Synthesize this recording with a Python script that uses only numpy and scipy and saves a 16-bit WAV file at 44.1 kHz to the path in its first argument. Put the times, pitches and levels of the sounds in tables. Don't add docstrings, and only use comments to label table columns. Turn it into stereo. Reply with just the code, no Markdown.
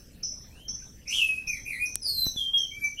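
import sys
import numpy as np
from scipy import signal
from scipy.fft import rfft, irfft
from scipy.io import wavfile
from scipy.ndimage import uniform_filter1d

SR = 44100
rng = np.random.default_rng(int(sys.argv[2]) if len(sys.argv) > 2 else 0)


def waveform_to_disk(signal):
    frames = np.transpose(np.atleast_2d(signal))
    scaled = np.clip(frames, -1, 1) * 32767
    samples = np.round(scaled).astype(np.int16)
    wavfile.write(sys.argv[1], SR, samples)


def field_ratio(decibels):
    return 10 ** (np.asarray(decibels, dtype=float) / 20)


N = 132300
LEAD_IN = SR // 2


def evened(x):
    return x / np.sqrt(np.mean(x ** 2) + 1e-20)


def read(points, hz):
    f, value = np.transpose(points)
    return np.interp(np.log(hz + 1), np.log(f + 1), value)


def wander(shape, size):
    return evened(uniform_filter1d(rng.standard_normal(shape), size=size))


def add(mix, s, sound, pan_db, lag):
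    for side, sign in enumerate((1, -1)):
        part = mix[side, LEAD_IN + round(s * SR) + sign * lag // 2:][:len(sound)]
        part += field_ratio(sign * pan_db / 2) * sound[:len(part)]


def coloured(shape, points):
    z = rfft(rng.standard_normal(shape))
    gain = field_ratio(read(points, np.fft.rfftfreq(shape[-1], 1 / SR)))
    return evened(irfft(z * gain, shape[-1]))


def tone_bump(hz, db, width):
    t = np.arange(-.03, .03, 1 / SR) if width < .01 else np.arange(-.04, .04, 1 / SR)
    return t[0], field_ratio(db) * np.exp(-(t / width) ** 2) * np.sin(2 * np.pi * hz * t)


def whistle(rows, overtones_db, breath_db):
    # start and end in seconds, depth in Hz.
    trills = [
        (1.05, 1.19, 230),
        (1.455, 1.6, 75),
        (1.64, 1.79, 80),
        (2.96, 3.1, 150),
    ]
    overtone_levels = [-32, -26.5, -22, -21.5, -30]
    # frequency in Hz, gain in dB.
    overtone_colour = [(4000, 9), (6000, -23.5), (8000, -13), (10500, -2), (13000, -13.5), (16000, -38)]
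    # frequency in Hz, level in dB per Hz.
    breath_colour = [(3000, -13), (4300, 6), (5500, 6.5), (7000, 7), (11000, 0.5), (13500, -6),
                     (16000, -20)]
    waver, waver_hz = .005, 60
    trill_hz, trill_jitter = 137.2, 0.4
    fuzz, fuzz_hz = .5, 130

    s, hz, db = np.transpose(rows)
    t = np.arange(s.min(), s.max(), 1 / SR)
    drift = wander(30000, int(SR / waver_hz))[:len(t)]
    f = uniform_filter1d(np.interp(t, s, hz), 400, mode="nearest") * (1 + waver * drift)
    depth_hz = sum(depth * (t > start) * (t < end) for start, end, depth in trills)
    depth_hz = uniform_filter1d(depth_hz, 800, mode="nearest")
    f = f + depth_hz * np.sin(2 * np.pi * np.cumsum(trill_hz * (1 + trill_jitter * drift)) / SR)
    turn = 2 * np.pi * np.cumsum(f) / SR

    a, b = wander((2, 5, 30000), int(SR / fuzz_hz))[..., :len(t)]
    tone = np.sin(turn)
    for k, overtone_db in enumerate(overtone_levels, start=2):
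        level = field_ratio(overtone_db + overtones_db + read(overtone_colour, k * f)) * (k * f < 17000)
        steady = ((1 - fuzz) + fuzz * a[k - 2]) * np.sin(k * turn)
        tone = tone + level * (steady + fuzz * b[k - 2] * np.cos(k * turn))
    breath = coloured((30000,), breath_colour)[:len(t)] * (0.21 + depth_hz / 150) * (1 + .8 * a[0])
    ends = np.clip(np.minimum(t - t[0], t[-1] - t) / .004, 0, 1)
    effort = field_ratio(uniform_filter1d(np.interp(t, s, db), 200, mode="nearest"))
    return ends * effort * (np.sqrt(2) * tone + field_ratio(breath_db) * breath)


def singer():
    # time in seconds, pitch in Hz, level in dB.
    warble = [
        [(1.052, 2226, -51), (1.066, 2377, -44.5), (1.1, 2545, -35.5), (1.135, 3288, -32.5), (1.165, 3122, -32),
         (1.21, 2623, -24.5), (1.25, 2581, -32.5), (1.35, 2538, -34.5), (1.43, 2648, -51)],
        [(1.455, 2552, -39), (1.485, 2448, -33.5), (1.525, 2288, -36.5), (1.56, 2016, -46.5),
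         (1.585, 1950, -58)],
        [(1.65, 2363, -30.5), (1.67, 2528, -40), (1.695, 2360, -35.5), (1.725, 2074, -37.5), (1.77, 2016, -44),
         (1.795, 2452, -32), (1.835, 2476, -31.5), (1.865, 2407, -47.5), (1.88, 2354, -45.5)],
    ]
    # time in seconds, pitch in Hz, level in dB.
    whistles = [
        [(2.0, 5160, -117), (2.02, 5156, -32.5), (2.048, 4790, -33), (2.075, 4325, -27.5), (2.105, 4283, -36.5),
         (2.18, 4108, -29), (2.25, 3960, -36), (2.31, 3800, -69), (2.335, 3610, -56)],
        [(2.34, 3520, -77), (2.362, 3465, -30), (2.384, 3245, -29), (2.44, 3182, -33.5), (2.48, 3136, -46),
         (2.495, 3180, -71)],
        [(2.52, 3450, -70), (2.53, 3278, -22.5), (2.56, 3257, -33.5), (2.6, 3187, -29), (2.64, 3143, -36.5),
         (2.66, 3390, -82)],
        [(2.706, 2218, -48), (2.726, 2330, -39), (2.775, 2300, -40), (2.815, 2310, -28), (2.84, 2314, -24),
         (2.87, 2300, -45), (2.89, 2300, -66)],
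        [(2.96, 2800, -53), (2.98, 3058, -35), (3.02, 3330, -16)],
    ]
    # overtones in dB, breath noise in dB, left over right in dB.
    voice = [(4, -20, 0), (9, -47, 0), (10, -47, 1), (26.5, -19.5, 0), (3, -18, -1.5), (0.5, -20.5, 2.5),
             (-2, -20.5, 6), (-8, -55, 1.5)]
    song = np.zeros((2, N + LEAD_IN))
    for rows, (overtones_db, breath_db, pan_db) in zip(warble + whistles, voice):
        add(song, rows[0][0], whistle(rows, overtones_db, breath_db), pan_db, lag=7)
    return song


def chip(db, dip_hz, end_hz, end_db):
    top_hz, lead_db = 6250, -30
    lead_s, fall_s, dip_s, rise_s, end_s, stop_s = .004, .005, .003, .003, .012, .003
    at = np.cumsum([0, lead_s, fall_s, dip_s, rise_s, end_s, stop_s])
    t = np.arange(0, at[-1], 1 / SR)
    wobble = wander(4000, 120)[:len(t)]
    f = np.interp(t, at, [top_hz, top_hz, dip_hz, dip_hz, end_hz, end_hz, end_hz]) * (1 + .012 * wobble)
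    level = field_ratio(db + np.interp(t, at, [lead_db, lead_db + 16.5, 0, 0, end_db, end_db, -40]))
    rasp = wander(4000, 40)[:len(t)]
    level = level * (1 + .03 * rasp)
    snap = rng.standard_normal(4000)[:len(t)] * np.exp(-((t - at[3]) / 0.0019) ** 2)
    tone = np.sin(2 * np.pi * np.cumsum(f) / SR)
    return level * np.minimum(t / 0.00067, 1) * (tone + field_ratio(-24) * snap)


def chipping_bird():
    # start in seconds, level in dB, dip in Hz, end pitch in Hz, end level in dB.
    chip_rows = [(-.17, -30, 5350, 6010, -5), (0.226, -21.5, 5335, 5950, -5.5),
                 (0.676, -26, 5516, 6067, 0.5), (1.071, -27.5, 5283, 6055, 0),
                 (1.466, -28.5, 5530, 6077, 1), (1.851, -26.5, 5566, 6100, -5),
                 (2.249, -30, 5600, 6140, 1.5), (2.571, -28, 5590, 6150, -3.5),
                 (2.835, -30, 5845, 6195, -4)]
    # time in seconds, left over right in dB.
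    phone_turn = [(1.1, 3.5), (1.5, 0.5), (2.9, -5)]
    # middle in seconds, pitch in Hz, level in dB, width in seconds.
    pip_s, pip_hz, pip_db, pip_width = (.826, 1550, -56, .005)
    chips = np.zeros((2, N + LEAD_IN))
    for s, *shape in chip_rows:
        add(chips, s, chip(*shape), np.interp(s, *np.transpose(phone_turn)), lag=-3)
    lead, sound = tone_bump(pip_hz, pip_db, pip_width)
    add(chips, pip_s + lead, sound, 0.3, 0)
    return chips


def far_bird():
    # time in seconds, pitch in Hz, level in dB.
    far_rise = [(.495, 2300, -66), (.57, 2800, -56), (.61, 3110, -51), (.63, 3150, -48), (.668, 3160, -52),
                (.685, 3250, -68), (.71, 3350, -58), (.74, 3450, -70)]
    # time in seconds, pitch in Hz, level in dB.
    far_fall = [(1.555, 3350, -68), (1.575, 3300, -60), (1.6, 3260, -61), (1.625, 3180, -70)]
    far = np.zeros((2, N + LEAD_IN))
    add(far, far_rise[0][0], whistle(far_rise, -24, -40), 0.3, 0)
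    add(far, far_fall[0][0], whistle(far_fall, -15, -34), 0.3, 0)
    return far


def room(x, shorten):
    # frequency in Hz, time to fall by 60 dB in seconds.
    decay = [(2500, 0.29), (6000, 0.54), (10000, 0.31)]
    first_echo_s, shared, drift_hz = 0.0056, 0.067, 1.8
    at = np.arange(round(first_echo_s * SR), SR - 40, 20)
    at = at + rng.integers(0, 20, (3, 3, len(at)))
    taps = np.zeros((3, 3, SR))
    np.put_along_axis(taps, at, rng.choice([-1., 1.], at.shape), 2)
    pair = shared * taps[:, 2:] + np.sqrt(1 - shared ** 2) * taps[:, :2]
    hz, t, z = signal.stft(pair, SR, nperseg=256)
    t60 = shorten * read(decay, hz)[:, None]
    tail = signal.istft(z * field_ratio(-60 * t / t60) / np.sqrt(t60), SR, nperseg=256)[1]
    tail = tail / np.linalg.norm(tail[0, 0])
    wet = signal.fftconvolve(x[None], tail, axes=2)[..., :x.shape[1]]
    turn = 2 * np.pi * (drift_hz * np.arange(x.shape[1]) / SR + np.arange(3)[:, None, None] / 3)
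    return (np.sqrt(2 / 3) * np.cos(turn) * wet).sum(0)


def birds():
    song, chips, far = singer(), chipping_bird(), far_bird()
    song_wet = room(field_ratio(6.5) * song + far, shorten=0.8)
    chips_wet = room(field_ratio(2) * chips, shorten=1)
    return field_ratio(-6) * song + field_ratio(3) * chips + .5 * far + song_wet + chips_wet


def ticks(out):
    tick_starts = [
        1.95666,
        2.0148,
        2.9985,
    ]
    # peak in dB, ring in Hz, time to fall by 60 dB in seconds, left over right in dB.
    tick_rows = [(-2.5, 8700, .0013, 11), (-37, 10500, .003, 1.5), (-32, 8000, .003, 3)]
    t = np.arange(400) / SR
    for s, (db, hz, t60, pan_db) in zip(tick_starts, tick_rows):
        ring = field_ratio(-60 * t / t60) * np.sin(2 * np.pi * hz * t) * np.minimum(t / .00006, 1)
        edge = field_ratio(-13) * np.exp(-((t - .00009) / .00002) ** 2)
        add(out, s, field_ratio(db) * (edge - ring), pan_db, lag=-28)


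def bumps(out):
    bump_starts = [2.2672, 2.2595, 2.362, 1.705]
    # peak in dB, width in seconds, crackle in dB, left over right in dB.
    bump_rows = [
        (-33.5, 0.0009, -8, -30),
        (-47, 0.0036, 3, -20),
        (-33, 0.001, -8, 10.5),
        (-50, 0.0003, -20, 20),
    ]
    t = np.arange(-400, 1200) / SR
    for s, (db, width, crackle_db, pan_db) in zip(bump_starts, bump_rows):
        u = t / width
        push = np.exp(-u ** 2) - 0.55 * np.exp(-((u - 3) / 3.43) ** 2)
        crackle = uniform_filter1d(rng.standard_normal(len(t)), size=10) * np.exp(-(t / 0.0021) ** 2)
        add(out, s + t[0], field_ratio(db) * (push + field_ratio(crackle_db) * crackle), pan_db, 0)


def scuffs(out):
    # middle in seconds, pitch in Hz, level in dB, width in seconds.
    scuff_rows = [
        (.41, 1150, -62, .004),
        (.413, 1900, -63, .004),
        (.447, 1250, -60, .004),
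        (.45, 1800, -63, .005),
        (.33, 620, -60, .015),
        (2.785, 100, -46, .012),
    ]
    t = np.arange(-.04, .04, 1 / SR)
    for s, hz, db, width in scuff_rows:
        sound = field_ratio(db) * np.exp(-(t / width) ** 2) * np.sin(2 * np.pi * hz * t)
        add(out, s + t[0], sound, 3, 0)


def touches():
    out = np.zeros((2, N + LEAD_IN))
    ticks(out)
    scuffs(out)
    bumps(out)
    return out


def rustle():
    level = np.interp(np.arange(N) / SR, (2.045, 2.065, 2.17), [0, 1, 0])
    grain = rng.standard_normal((2, N)) * (rng.random((2, N)) < .01)
    dull = signal.butter(2, (380, 720), "band", fs=SR, output="sos")
    return field_ratio(-54) * level * evened(signal.sosfilt(dull, grain))


def bed(points, same, patch_db):
    frames, hz = N // 256 + 5, np.fft.rfftfreq(1024, 1 / SR)
    a, b, c, d, patches = rng.standard_normal((frames, 513, 5)).T
    patches = evened(uniform_filter1d(uniform_filter1d(patches, 14, 0), 12, 1))
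    left = a + 1j * b
    right = same * left + np.sqrt(1 - same ** 2) * (c + 1j * d)
    z = np.array([left, right]) * field_ratio(read(points, hz)[:, None] + patch_db * patches)
    return evened(signal.istft(z, nperseg=1024, noverlap=768)[1][:, :N])


def room_hum():
    # frequency in Hz, level in dB per Hz.
    hum_colour = [(12, -41), (20, 7.5), (59, -8), (102, -12), (209, -14.5), (455, -28.5), (481, -24.5),
                  (1500, -63.5), (1950, -51), (3300, -120)]
    # time in seconds, rise of the hum in dB.
    handling = [
        (2.02, 10.5),
        (2.2, 12.5),
        (2.5, 7.5),
    ]
    stirred_db = np.interp(np.arange(N) / SR, *np.transpose(handling))
    return field_ratio(-60.5 + stirred_db) * bed(hum_colour, same=0.68, patch_db=1)


def hiss():
    # frequency in Hz, level in dB per Hz.
    hiss_colour = [(300, -2.5), (1200, -7), (3000, -9), (15500, -14)]
    return field_ratio(-57) * bed(hiss_colour, same=0.013, patch_db=5)


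def whine():
    phase = np.cumsum(.01 * rng.standard_normal(N))
    return field_ratio(-74) * np.sin(2 * np.pi * 11693 * np.arange(N) / SR + phase)


def scene():
    near = (birds() + touches())[:, LEAD_IN:]
    return near + rustle() + room_hum() + hiss() + whine()


def masked(x):
    frame_lead, band_bins = 903, 11
    mask_db, up_slope, down_slope = 44, 2.2, 20
    hz, _, z = signal.stft(np.pad(x, ((0, 0), (frame_lead, 0))), SR, nperseg=2048)
    band = np.arange(len(hz)) // band_bins
    power = np.add.reduceat((abs(z) ** 2).mean(0), np.arange(0, len(hz), band_bins)) + 1e-20
    level, khz = 10 * np.log10(power), hz[::band_bins, None] / 1000
    wide = 10 * np.log10(3 * abs(uniform_filter1d(power, size=3, axis=0)) + 1e-20)
    wide = wide + 11 * (khz > 4.8)
    seen = np.where(khz > 1.5, wide, -200)
    up = np.maximum.accumulate(seen + up_slope * khz) - up_slope * khz
    down = np.maximum.accumulate((seen - down_slope * khz)[::-1])[::-1] + down_slope * khz
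    air = np.where(khz > 12.5, seen.max(0) - 45, -200)
    scatter = 12 * uniform_filter1d(rng.standard_normal(level.shape), size=5)
    keep = level > np.maximum(np.maximum(up, down) - mask_db, air) + scatter
    keep &= (khz < 15.8) | (level > -74)
    return signal.istft(z * keep[band], SR, nperseg=2048)[1][:, frame_lead:frame_lead + N]


def top_cut(x):
    return signal.sosfilt(signal.butter(12, 16700, fs=SR, output="sos"), x)


def record(dry):
    edge = signal.firwin(255, 16600, window=("kaiser", 9), fs=SR)[None]
    mix = signal.oaconvolve(masked(dry), edge, "same")
    return top_cut(mix)


dry = scene()
out = record(dry)
waveform_to_disk(out)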